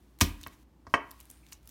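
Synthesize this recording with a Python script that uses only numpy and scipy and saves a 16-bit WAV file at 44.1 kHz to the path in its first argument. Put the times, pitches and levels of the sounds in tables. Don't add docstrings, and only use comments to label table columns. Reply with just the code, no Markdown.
import sys
import numpy as np
from scipy import signal
from scipy.fft import rfft, irfft
from scipy.io import wavfile

SR = 44100
rng = np.random.default_rng(int(sys.argv[2]) if len(sys.argv) > 2 else 0)


def master(y):
    cut = np.clip(np.atleast_2d(y).T, -1, 1)
    pcm = np.round(cut * 32767)
    wavfile.write(sys.argv[1], SR, pcm.astype(np.int16))


N = 74970


def amp(db):
    return 10 ** (np.asarray(db) / 20)


def unit(x):
    return x / np.sqrt(np.mean(x ** 2))


def colour(x, points):
    hz, db = np.array(points, float).T
    f = np.maximum(np.arange(len(x) // 2 + 1) * SR / len(x), 1)
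    return irfft(rfft(x) * amp(np.interp(np.log(f), np.log(hz), db)), len(x))


def noise_band(samples, hz, octaves):
    f = np.maximum(np.arange(samples // 2 + 1) * SR / samples, 1)
    band = np.exp(-2 * (np.log2(f / hz) / max(octaves, .2)) ** 2)
    return irfft(rfft(rng.standard_normal(samples)) * band, samples)


def fade(t, t60):
    return np.exp(-np.log(1000) * t / max(t60, .001))


def burst(noise, t60):
    shape = fade(np.arange(len(noise)) / SR, t60)
    return noise * shape * np.sqrt(np.sum(shape ** 2) / np.sum((noise * shape) ** 2))


def add(out, start_s, x):
    i = int(start_s * SR)
    out[i:i + len(x)] += x[:len(out) - i]


def struck(blows, modes):
    t = np.arange(N) / SR
    force = sum(amp(db) * np.exp(-8 * ((t - start_s) * 1000 / ms - 1) ** 2) / (ms * SR / 1000)
                for start_s, db, ms in blows)
    t = t[:SR // 2]
    ring = sum(amp(db) * fade(t, t60) * np.cos(2 * np.pi * hz * t) for hz, db, t60 in modes)
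    spread_s = .0008
    return signal.fftconvolve(force, (1 - np.exp(-t / spread_s)) * ring)[:N]


def kitchen_tone():
    # freq_hz, gain_db
    spectrum = [(53, -44), (90, 0), (215, -4.5), (319, -1.5), (396, -11.5), (452, -15.5), (550, -14),
                (627, -17.5), (869, -17), (1710, -27), (9570, -39), (10700, -39), (15100, -38),
                (16500, -44.5)]
    tone_db, hum_hz, hum_db, waver_db = -64, 59, -61, -67
    tone = unit(colour(rng.standard_normal(N), [(45, -63.5)] + list(spectrum)))
    waver = unit(noise_band(N, hum_hz, octaves=40 / hum_hz))
    hum = np.sqrt(2) * np.sin(2 * np.pi * (hum_hz * np.arange(N) / SR + rng.random()))
    return amp(tone_db) * tone + amp(hum_db) * hum + amp(waver_db) * waver


def finger_rustle():
    # time_s, level_db
    levels = [(0, -74.5), (0.179, -78), (.38, -63.5), (.45, -63), (0.499, -69), (0.534, -60.5),
              (.56, -71.5), (.63, -70), (.65, -100.5), (0.862, -83), (.905, -68.5), (1.0, -72.5),
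              (1.2, -65.5), (1.278, -69), (1.328, -64.5), (1.42, -72), (1.5, -66), (1.549, -65),
              (1.6, -77.5), (1.7, -65)]
    # freq_hz, gain_db
    spectrum = [(400, -24.5), (1000, 0), (2500, -2.5), (5000, -5), (9000, -7), (13000, -6.5),
                (16500, -11.5)]
    clicks_per_s, spread_db = 8000, 2
    chance, polarity, size = rng.random((N, 3)).T
    clicks = (chance < clicks_per_s / SR) * np.sign(polarity - .5)
    clicks *= amp(-spread_db * np.log(size + 1e-9))
    level_db = np.interp(np.arange(N) / SR, *np.array(levels).T)
    return amp(level_db) * unit(colour(clicks, spectrum))


def skin_crackles():
    # start_s, level_db, centre_hz, width_octaves, t60_ms
    crackles = [(0.1881, -48, 5700, 6, 13.5), (0.1991, -47, 4870, 6, 8), (.4120, -47, 4740, 2.5, 23.7),
                (0.4323, -33, 8300, 4.5, 2.8), (0.4367, -39.5, 3340, 0.6, 23),
                (0.4364, -44, 13000, 1.2, 5.4), (0.442, -67, 4130, 0.76, 9.9),
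                (0.4723, -34.5, 11800, 0.77, 4.6), (0.482, -45, 4640, 0.65, 4.2),
                (.5250, -59, 1760, 1.1, 60), (.8980, -65, 5310, .3, 44), (0.94, -49, 12030, .8, 30),
                (1.1094, -40, 9400, 0.8, 3.4), (1.1134, -34, 13200, 1.07, 6.5),
                (1.1137, -39.5, 4570, 0.64, 2), (1.1400, -53, 13000, 0.51, 3.1),
                (1.1900, -58, 9830, 0.61, 3.6), (1.2030, -39.5, 9040, 1.7, 6),
                (1.196, -60.5, 2570, 0.48, 74), (1.2093, -46, 5900, 6, 18), (1.2295, -52, 12000, 0.46, 6.9),
                (1.255, -45, 7900, 3.7, 3.4), (1.299, -49.5, 9500, 0.65, 34), (1.3019, -38, 9250, 2.6, 7.3),
                (1.3118, -40, 10870, 0.7, 2.5), (1.3131, -39, 9600, 0.76, 4.3),
                (1.3250, -67.5, 8960, 0.19, 560), (1.4300, -71, 2353, 0.26, 450),
                (1.4660, -49, 3900, 2.8, 6.4), (1.4872, -54.5, 4970, 0.83, 5), (1.4930, -52, 13800, 0.2, 3),
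                (1.5184, -49, 13350, 0.88, 16), (1.5234, -43, 4000, 1.5, 24), (1.5290, -38, 9100, 1.2, 9.9),
                (1.532, -40, 6500, 0.37, 10), (1.6300, -60.5, 8100, 2.2, 10), (1.6570, -56, 11000, 2, 10),
                (1.6750, -38.5, 9040, 3.8, 6), (1.6890, -47, 12000, 1, 3.2), (1.6920, -41, 10000, 2.9, 8.4),
                (1.6985, -49, 8800, 3.9, 2.9)]
    out = np.zeros(N)
    for start_s, db, hz, octaves, t60_ms in crackles:
        add(out, start_s, amp(db) * burst(noise_band(16384, hz, octaves), t60_ms / 1000))
    return out


def clove_crush():
    # start_s, level_db, t60_ms, treble_tilt_db_per_octave
    cracks = [(0.2061, -32, 34.3, 4.5), (0.2079, -25.5, 11, 0.7), (.2113, -9.5, 7, 2),
              (0.2144, -18.5, 39, 2), (0.226, -36.5, 260, 3)]
    # freq_hz, gain_db
    spectrum = [(300, -30), (600, -11), (1150, -1.5), (1500, -3.5), (2200, 1.5), (3100, -2), (4200, -6.5),
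                (6000, -10), (10000, -11.5), (14500, -11.5), (16500, -21)]
    out, samples, grit_spread_db = np.zeros(N), 8192, 2.8
    for start_s, db, t60_ms, tilt in cracks:
        grit = rng.standard_normal(samples) * amp(grit_spread_db * rng.standard_normal(samples))
        grit = colour(colour(grit, spectrum), [(1000, -2 * tilt), (16000, 2 * tilt)])
        add(out, start_s, amp(db) * burst(grit, t60_ms / 1000))
    return out


def counter_thumps():
    # start_s, level_db, contact_ms
    pushes = [(.2110, -43, 3.2), (.2165, -11, 2.3), (.300, -30.5, 5.2), (.40, -37.5, 7.8), (.464, -41, 2.6),
              (.870, -41, 3.5), (.9420, -42, 2.7), (1.53, -37, 14.7)]
    # pitch_hz, level_db, t60_s
    counter_modes = [(45, -7.5, 0.42), (62.3, -11.5, 0.12), (78.7, -6, 0.23), (94.1, 4, 0.055),
                     (129, -14, .1), (174.6, -7, 0.14), (211.6, 0.5, 0.062), (263.7, -11.5, 0.18),
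                     (297, -23.5, 0.74), (366.4, -7, 0.092)]
    return struck(pushes, counter_modes)


def knife_knocks():
    # start_s, level_db, contact_ms, blade_relative_db, scuff_relative_db
    knocks = [(0.2122, -13.5, 0.43, -23.5, -6), (.2160, -20, 0.72, -22, -26), (0.4637, -31, 0.28, -24, -22),
              (.4668, -75, .6, -32, -20), (0.851, -52.5, 0.69, -40, -30.5),
              (0.8674, -32.5, 0.57, -36, -26.5), (.8740, -42, 1.6, -47.5, -43.5),
              (0.918, -57.5, 0.73, -40, -29), (.9390, -6.5, 0.29, -20.5, -31),
              (.9530, -15.5, 0.51, -43.5, -34.5), (0.9744, -26.5, 0.56, -42.5, -54),
              (0.998, -46, 0.86, -45, -39), (1.5228, -49.5, 0.1, -18, -1.5)]
    # pitch_hz, level_db, t60_s
    board_modes = [(287, -9.5, 0.036), (481.3, -17, 0.056), (674.8, -8.5, 0.051), (810, -13.5, .025),
                   (1015.6, 1.5, 0.02), (1098, 1, 0.043), (1219, -1.5, 0.035), (1347, 7, 0.012),
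                   (1502.5, -5, 0.036), (1597, -9.5, 0.062), (1904, 2, 0.029), (2223, -5.5, 0.053),
                   (2620, -3, 0.036), (3030, -8.5, 0.029), (3080, -3.5, 0.031)]
    # pitch_hz, level_db, t60_s
    blade_modes = [(5200, -10, .015), (6713, -8, .02), (8716, 0, .055)]
    blade_contact_ms = .1
    board_blows = [knock[:3] for knock in knocks]
    blade_blows = [(start_s, db + blade_db, blade_contact_ms) for start_s, db, _, blade_db, _ in knocks]
    out = struck(board_blows, board_modes) + struck(blade_blows, blade_modes)
    for start_s, db, _, _, scuff_db in knocks:
        scuff = burst(noise_band(4096, hz=5000, octaves=.9), t60=.06)
        add(out, start_s, amp(db + scuff_db) * scuff)
    return out


def room_reflections(direct):
    # centre_hz, t60_s, density_db
    bands = [(120, 0.092, -29), (269, 0.46, -20), (500, 0.26, -11), (1000, 0.46, -22.5),
             (1873, 0.35, -22.5), (2700, 0.34, -20), (4570, 0.17, -16.5), (8400, 0.078, -13),
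             (14000, .15, -28.5)]
    t, build_up_s = np.arange(SR // 2) / SR, .0035
    tail = np.zeros(len(t))
    for hz, t60, db in bands:
        band = unit(noise_band(len(t), hz, octaves=1.1))
        tail += amp(db) * band * fade(t, t60) * np.sqrt(hz / SR / 100)
    return signal.fftconvolve(direct, tail * np.clip(t / build_up_s, 0, 1) ** 2)[:N]


def scene():
    direct = knife_knocks() + clove_crush() + skin_crackles() + finger_rustle() + counter_thumps()
    return (direct + room_reflections(direct) + kitchen_tone())[None]


def record(dry):
    low_cut_hz, high_cut_hz = 51.5, 16400
    low_cut = signal.butter(4, low_cut_hz, "high", fs=SR, output="sos")
    high_cut = signal.ellip(10, .2, 80, high_cut_hz, fs=SR, output="sos")
    return signal.sosfilt(high_cut, signal.sosfilt(low_cut, dry))


dry = scene()
out = record(dry)
master(out)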